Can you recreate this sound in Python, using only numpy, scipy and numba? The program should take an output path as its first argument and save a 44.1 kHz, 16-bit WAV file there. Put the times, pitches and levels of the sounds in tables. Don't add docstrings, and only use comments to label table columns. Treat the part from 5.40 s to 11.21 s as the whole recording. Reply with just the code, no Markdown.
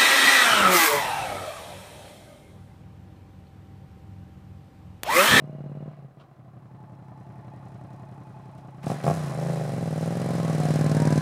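import sys
import numpy as np
from scipy import signal
from scipy.fft import rfft, irfft
from scipy.io import wavfile
from scipy.ndimage import uniform_filter1d, map_coordinates
from numba import njit

SR = 44100
rng = np.random.default_rng(int(sys.argv[2]) if len(sys.argv) > 2 else 0)


def wav_record(signal):
    frames = np.transpose(np.atleast_2d(signal))
    bounded = np.clip(frames, -1, 1)
    quanta = np.round(bounded * 32767).astype(np.int16)
    wavfile.write(sys.argv[1], SR, quanta)


def ratio(d):
    e = np.asarray(d, float) / 20
    return 10 ** e


N = 256220

# t/s, f/Hz
CYCLE_RATE = [(0.0, 18.63), (0.284, 17.83), (0.485, 19.04), (1.028, 11.53), (1.614, 10.6), (1.949, 11.19),
              (2.442, 10.73), (2.731, 11.1), (3.425, 10.02), (3.519, 24.03), (3.622, 23.69), (3.723, 33.63),
              (3.941, 25.0), (4.066, 28.22), (4.522, 19.15), (4.834, 22.51), (5.179, 19.11), (5.81, 19.05)]
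FIRST_TURN, CYLINDER_LAG = -.772, .375
# t/s, boom level/dB
FIRING = [(0, -39.5), (.48, -39.5), (.53, -47), (.62, -46), (.66, -42), (.71, -57.5), (.78, -47),
          (.86, -54.5), (.95, -52), (1.02, -48.5), (1.7, -45.5), (3.4, -43.5), (3.46, -37), (3.55, -37.5),
          (3.62, -33.5), (3.75, -31), (3.93, -35), (3.99, -27.5), (4.35, -27.5), (4.57, -28), (4.84, -26),
          (5.3, -23), (5.81, -20.5)]
# t/s, engine load (0-1), tailpipe facing the microphone (0-1),
# long-mode bandwidth/Hz, throat level over boom/dB, bark gain/dB
RIDE = [(0, 0.2, 0.56, 14, -6.5, 3.5), (.48, 0.23, 0.46, 18.3, -5, 8), (.54, 0.19, 0.5, 18, -12.5, 5.5),
        (.88, 0.09, 0.57, 11, -11, 4), (1, 0.03, 0.49, 19.3, -18.5, 1), (2.3, 0, 0.64, 20, -16, -3),
        (3.41, 0.04, 0.66, 15.3, -17, -3), (3.46, 0.74, 0.77, 79, 0, -3.5), (3.52, 0.42, 0.77, 24, -1, 4.5),
        (3.55, 0.4, 0.83, 14, -2, -1), (3.62, 0.73, 0.76, 27, -14, 3), (3.65, 0.57, 0.74, 33, 4.5, 6.5),
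        (3.715, 0.58, 0.78, 78, -24, 6), (3.745, 0.5, 0.94, 44, -11, -2.5),
        (3.92, 0.34, 0.88, 32, -10, 1.5), (3.99, 0.58, 0.87, 40, -19, 5.5), (4.1, 0.56, 0.92, 40, -17, 5.5),
        (4.35, 0.67, 0.88, 64, -4, 1.5), (4.7, 0.64, 0.92, 54, -3, 3.5), (5.2, 0.64, 0.91, 47, -3.5, 0),
        (5.81, 0.69, 0.98, 54, -1.5, -4)]
# start t/s, length/s, boom gain/dB
BLIPS = [(3.454, 0.053, 9), (3.636, 0.062, 9.5)]
BLIP_RISE_S, BLIP_FALL_S = 0.016, 0.05
BLIP_BARK_DB, BLIP_RUSH_DB, BLIP_CLATTER_DB = 4.5, 9, 3
# t/s, level/dB
MACHINE = [(0, -67.5), (.5, -66.5), (.72, -72.5), (1.2, -69), (2.1, -64.5), (3.41, -64), (3.445, -50.5),
           (4.1, -51.5), (4.5, -51.5), (5.3, -44.5), (5.81, -44.5)]
BARK_DB, CLATTER_DB, RUSH_DB = (-29.5, -9.5), (14.5, 14.5), (-27.5, 8)
LOAD_CLATTER_DB = (0, -16)

LOW_MODE_HZ, HIGH_MODE_HZ, HIGH_MODE_DB = (125.5, 181.4), (188.5, 176), (-33, 12)
INTAKE_DB = (-0.5, -109)
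BOOM_BAND_HZ = (210, 150)
BOOM_LAG_MS = (.7, 1.9)
# t/s, detune/%
PIPE_DRIFT = [(3.4, 2), (3.75, -6), (4.1, -0.5), (4.3, -1.5), (4.6, -0.5), (5.81, -2.5)]
ECHO_MS, ECHO_DB = 7.39, -9.5
HEADER_MS, HEADER_DB = 10.29, -4
# f/Hz, bandwidth/Hz, level/dB
THROAT = [(198.6, 180, 3), (327, 44, -4.5)]
THROAT_CHOKE_DB = -22.5
THROAT_LEAD_MS = 1.068
# f/Hz, bandwidth/Hz, level/dB
BARK = [(380.6, 70, 17), (554, 182, 24), (809, 200, 26)]
BARK_BAND_HZ, BARK_WIDTH_HZ = (480, 690), (1700, 750)
LOADED_FROM, LOADED_CUT_HZ = 0.549, 65
# t/s, length/s, level/dB
EXHAUST_DROPS = [(0.694, .008, -3), (.742, .012, -4), (0.87, 0.011, -5), (.943, 0.015, -20)]

# f/Hz, bandwidth/Hz, level/dB
CASES = [(323, 140, 5.5), (700, 300, 6), (987, 246, -1)]
# f/Hz, bandwidth/Hz, level/dB
CASE_RASP = [(1446, 1460, 13), (1934, 36, 11.5), (2550, 34, -3), (3950, 250, 5)]
# start t/s, end t/s, f/Hz, bandwidth/Hz, level over boom/dB
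PANELS = [(-0.5, 0.502, 631, 20, -16.5), (-0.5, .45, 2864, 98, -39.5), (1.398, 3.31, 862, 38, -11.5),
          (1.414, 1.96, 1760, 15, -31), (2.001, 2.7, 1840, 15, -27.5), (2.2, 3.0, 2500, 60, -33),
          (1.4, 3.16, 3320, 80, -46), (3.996, 6.1, 588, 8.8, -26.5)]
TURN_S = 0.3

# f/Hz, spectral level/dB
GAS = [(1410, -8), (2400, -2), (2830, -5), (4080, -1), (4480, -5.5), (4880, -1.5), (6800, -6), (9300, -6.5),
       (11000, -10.5), (14200, -21), (15500, -24)]
VALVE_TURNS = [-.38, -.1, .235]
PUFF = (0.56, 0.58)
PULL_S, PUFF_PER_S = 5.04, 0.16
OUTLET_S = 4.1
OUTLET_RASP_DB = 7

WIND_DB = -61.5
# t/s, level before filtering/dB
CLUNK = [(0.783, -50), (0.797, -42), (0.809, -49)]
# t/s, level before filtering/dB
TICKS = [(2.343, -60), (2.5331, -58), (3.1805, -54.5)]
# start t/s, length/s, f/Hz, level/dB
GASPS = [(3.428, 0.016, 846, -49.5), (3.635, 0.0097, 1870, -43.5)]
# f/Hz, bandwidth/Hz, level/dB
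CRACK = [(700, 100, 56.5), (1170, 170, 44), (1690, 260, 30.5), (2250, 570, 26.5)]
CRACK_DB = -6
# t/s, f/Hz, level before wavering/dB
WHINE = [
    [(4.86, 983, -49), (4.97, 1080, -44)],
    [(4.96, 1001, -42), (5.14, 1172, -46)],
    [(4.97, 577, -58), (5.19, 700, -35)],
    [(5.17, 729, -38.5), (5.31, 718, -34)],
    [(5.4, 1018, -44), (5.54, 1084, -41)],
    [(5.49, 435, -41), (5.76, 497, -49)],
    [(5.47, 856, -56), (5.63, 946, -37.5), (5.85, 1055, -41)],
    [(5.49, 643, -33), (5.62, 695, -54), (5.85, 745, -53)],
]
TYRE_HZ, TYRE_WIDTH_HZ, TYRE_DB, TYRE_DB_PER_S = 1600, 380, -60.5, 21.5
HISS_DB = -82


def level(x, db):
    return x * ratio(db) / np.sqrt(np.mean(x ** 2))


def curves(table):
    s, *columns = np.transpose(table)
    return [np.interp(np.arange(N) / SR, s, c) for c in columns]


def between(pair, share):
    return pair[0] + (pair[1] - pair[0]) * np.clip(share, 0, 1)


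def gate(start, end, rise, fall):
    hold = max(end, start + rise)
    return np.interp(np.arange(N) / SR, [start, start + rise, hold, hold + fall], [0, 1, 1, 0])


@njit
def svf(x, hz, width):
    y, b, l = np.empty(len(x)), 0., 0.
    for i in range(len(x)):
        g, k = np.tan(np.pi * hz[i] / SR), width[i] / hz[i]
        v = (b + g * (x[i] - l)) / (1 + g * (g + k))
        b, l, y[i] = 2 * v - b, l + 2 * g * v, k * v
    return y


def steep(x, hz, width, order=2):
    for _ in range(order):
        x = svf(x + 1e-18, hz + np.zeros(N), width + np.zeros(N))
    return x


def modes(x, table, order=2):
    return sum(ratio(db) * steep(x, hz, width, order) for hz, width, db in table)


def fade(x, ms):
    return signal.lfilter([1], [1, -np.exp(-1000 / (ms * SR))], x)


def walk(rate):
    k = int(SR / rate)
    steps = np.repeat(rng.standard_normal(N // k + 1), k)
    return 1.3 * uniform_filter1d(uniform_filter1d(steps, k), k)[:N]


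def knocks(table):
    clicks = np.zeros(N)
    for s, db in table:
        clicks[int(s * SR)] = ratio(db)
    return clicks


def firings(turns, offsets, offsets_db, scatter_db, jitter_ms):
    place = np.arange(-1, int(turns[-1]) + 1)[:, None] + np.array(offsets)
    chance = rng.standard_normal(size=place.shape + (2,))
    at = np.interp(place, turns, np.arange(N), right=N) + jitter_ms * SR / 1000 * chance[..., 0]
    size = ratio(np.array(offsets_db) + scatter_db * chance[..., 1])
    keep = (place > turns[0] - 1 / 3) & (at < N - 1)
    clicks = np.zeros(N)
    np.add.at(clicks, np.maximum(at[keep], 0).astype(int), size[keep])
    return clicks


def long_pipe(pressure, load, width):
    low, high, high_db = (between(pair, load) for pair in (LOW_MODE_HZ, HIGH_MODE_HZ, HIGH_MODE_DB))
    tune = 1 + curves(PIPE_DRIFT)[0] / 100
    lower = steep(pressure, low * tune, width, order=1)
    upper = steep(pressure, high * tune, width, order=1)
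    return steep(lower - ratio(high_db) * upper, 167.7, between(BOOM_BAND_HZ, load), order=1)


def throat(pressure, load):
    hz, width, db = THROAT[1]
    return modes(pressure, [THROAT[0], (hz, width, db + THROAT_CHOKE_DB * load)])


def bark(pressure, load):
    hz, width = between(BARK_BAND_HZ, load / 0.65), between(BARK_WIDTH_HZ, load / 0.5)
    return steep(modes(pressure, BARK, order=1), hz, width)


def exhaust(turns, fire, rate, load, width, boom_db, throat_db, bark_db):
    gulps = firings(turns, [.26 - CYLINDER_LAG, .3], [0, -1], scatter_db=1.2, jitter_ms=.15)
    gulps = gulps * ratio(between(INTAKE_DB, load))
    pulse = signal.windows.hann(int(1.8 * SR / 1000))
    even, thump = (np.convolve(p / np.sqrt(rate), pulse, "same") for p in (fire, fire + gulps))
    echoed = even + sum(ratio(k * ECHO_DB) * np.roll(even, int(k * ECHO_MS * SR / 1000)) for k in (1, 2))
    echoed = echoed + ratio(HEADER_DB) * load * np.roll(even, int(HEADER_MS * SR / 1000))
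    lag = between(BOOM_LAG_MS, load / 0.61) * SR / 1000
    thump = -map_coordinates(thump, [np.arange(N) - lag], order=1)
    early = np.roll(even, -int(THROAT_LEAD_MS * SR / 1000))
    layers = [(lambda p: long_pipe(p, load, width), thump, boom_db),
              (lambda p: throat(p, load), early, throat_db),
              (lambda p: bark(p, load), echoed, bark_db)]
    full = sum(ring(push * ratio(db)) / np.std(ring(push)) for ring, push, db in layers)
    thin = signal.sosfilt(signal.butter(4, LOADED_CUT_HZ, "high", fs=SR, output="sos"), full)
    drops = ratio(sum(db * gate(s - .01, s + length, .01, 0.0078) for s, length, db in EXHAUST_DROPS))
    return drops * between((full, thin), (load - LOADED_FROM) / 0.12)


def clatter(turns, fire, boom_db, cases_db, rasp_db):
    valves = firings(turns, [-.15, .1, .3, .5], [-3, -3, 0, -2], scatter_db=2, jitter_ms=.2)

    def shake(tick):
        swell = 2.2 + fade(valves, ms=59.0) + 6.9 * fade(fire, ms=12.6)
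        return swell * rng.standard_normal(N) + tick * valves

    clicks = firings(turns, [-.27, .39], [-4, 0], scatter_db=1.5, jitter_ms=.3)
    drum = rng.standard_normal(N) + 140 * clicks
    panels = sum(gate(start - TURN_S, end, TURN_S, TURN_S) * level(steep(drum, hz, width), db)
                 for start, end, hz, width, db in PANELS)
    cases = ratio(cases_db) * level(modes(shake(tick=4.9), CASES), 0)
    rasp = ratio(rasp_db) * level(modes(shake(tick=26.0), CASE_RASP), 0)
    return ratio(boom_db) * panels + cases + rasp


def gas(turns, fire, puff, pulled):
    hz, db = np.transpose(GAS)
    bins = np.maximum(np.fft.rfftfreq(N, 1 / SR), 1)
    shape = ratio(np.interp(np.log(bins), np.log(hz), db))
    rush = level(irfft(rfft(rng.standard_normal(N)) * shape, N), 0)
    bright = signal.sosfilt(signal.butter(2, 4200, "high", fs=SR, output="sos"), rush)
    whistle = 1.48 * steep(bright, 4200, 7500, order=1)
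    bright = between((bright, whistle), pulled / .5)
    rasp = np.clip(pulled / .5, 0, 1) * steep(rush, 1700, 940)
    bright = bright + ratio(OUTLET_RASP_DB) * rasp
    puff = np.clip(puff, 0, 1)
    valves = firings(turns, VALVE_TURNS, [-1, 0, -1], scatter_db=1.5, jitter_ms=.3)
    leaving = between((valves, fire), (np.arange(N) / SR - OUTLET_S) / 0.65)
    swell = np.convolve(fade(leaving, ms=3.5), signal.windows.hann(int(4 * SR / 1000)), "same")
    steady = (1 - puff) * ratio(walk(25)) * rush
    return steady + 3 * puff * ratio(1.07 * walk(30)) * swell / swell.max() * bright


def wind():
    return level(steep(rng.standard_normal(N), 37, 160) * ratio(2 * walk(6.9)), WIND_DB)


def lever_clunk():
    rattle = fade(fade(knocks(CLUNK), ms=0.73) / (0.002 * SR), ms=24) * rng.standard_normal(N)
    return 4 * modes(rattle, [(480, 450, 4), (1020, 500, 0), (2300, 1600, -12)])


def ticks():
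    return steep(fade(knocks(TICKS), ms=12.0) * rng.standard_normal(N), 3350, 3200, order=1)


def gasps():
    air = rng.standard_normal(N)
    return sum(gate(s, s + length, 0.003, 0.005) * level(steep(air, hz, 1.3 * hz, order=1), db)
               for s, length, hz, db in GASPS)


def cracks(fire):
    echoed = sum(ratio(k * -5.0) * np.roll(fire, int(k * ECHO_MS / 2 * SR / 1000)) for k in range(5))
    return ratio(CRACK_DB) * modes(echoed, CRACK)


def gear_whine():
    out = np.zeros(N)
    t = np.arange(N) / SR
    for track in WHINE:
        hz, db = curves(track)
        edge = np.clip(np.minimum(t - track[0][0], track[-1][0] - t) / 0.035, 0, 1)
        out += edge * ratio(db + 0.79 * walk(14.0)) * np.sin(2 * np.pi * np.cumsum(hz) / SR)
    return out


def tyres(pulled):
    rough = steep(rng.standard_normal(N), TYRE_HZ, TYRE_WIDTH_HZ) * ratio(3.1 * walk(20))
    return level(rough, TYRE_DB) * ratio(TYRE_DB_PER_S * pulled) * np.clip(pulled / 0.27, 0, 1)


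def scene():
    rate, = curves(CYCLE_RATE)
    rate = uniform_filter1d(rate, size=SR // 25)
    turns = FIRST_TURN + np.cumsum(rate) / SR
    boom_db, = curves(FIRING)
    parts_db, = curves(MACHINE)
    load, facing, width, throat_gain, bark_gain = curves(RIDE)
    snaps = [gate(s, s + length, BLIP_RISE_S, BLIP_FALL_S) for s, length, _ in BLIPS]
    blip, pulled = sum(snaps), np.maximum(np.arange(N) / SR - PULL_S, 0)
    boom_db = boom_db + sum(snap * db for snap, (_, _, db) in zip(snaps, BLIPS))
    bark_db = boom_db + between(BARK_DB, facing) + BLIP_BARK_DB * blip + bark_gain
    throat_db = boom_db + throat_gain
    cases_db = parts_db + between(CLATTER_DB, facing) + between(LOAD_CLATTER_DB, load)
    cases_db = cases_db + BLIP_CLATTER_DB * blip
    rush_db = parts_db + between(RUSH_DB, facing) + BLIP_RUSH_DB * blip
    puff = between(PUFF, load) + PUFF_PER_S * pulled
    fire = firings(turns, [-CYLINDER_LAG, 0], [-2.5, 0], scatter_db=.6, jitter_ms=.03)
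    bike = exhaust(turns, fire, rate, load, width, boom_db, throat_db, bark_db)
    bike += clatter(turns, fire, boom_db, cases_db, parts_db)
    bike += ratio(rush_db) * gas(turns, fire, puff, pulled)
    bike += wind() + lever_clunk() + ticks() + gasps()
    bike += cracks(fire * blip * ratio(boom_db)) + gear_whine() + tyres(pulled)
    return bike[None]


def band_limit(x):
    return signal.sosfilt(signal.butter(12, 15740, fs=SR, output="sos"), x)


def record(dry):
    thin = signal.sosfilt(signal.butter(2, 62, "high", fs=SR, output="sos"), dry)
    mix = thin + level(rng.standard_normal(dry.shape), HISS_DB)
    return band_limit(mix)


dry = scene()
out = record(dry)
wav_record(out)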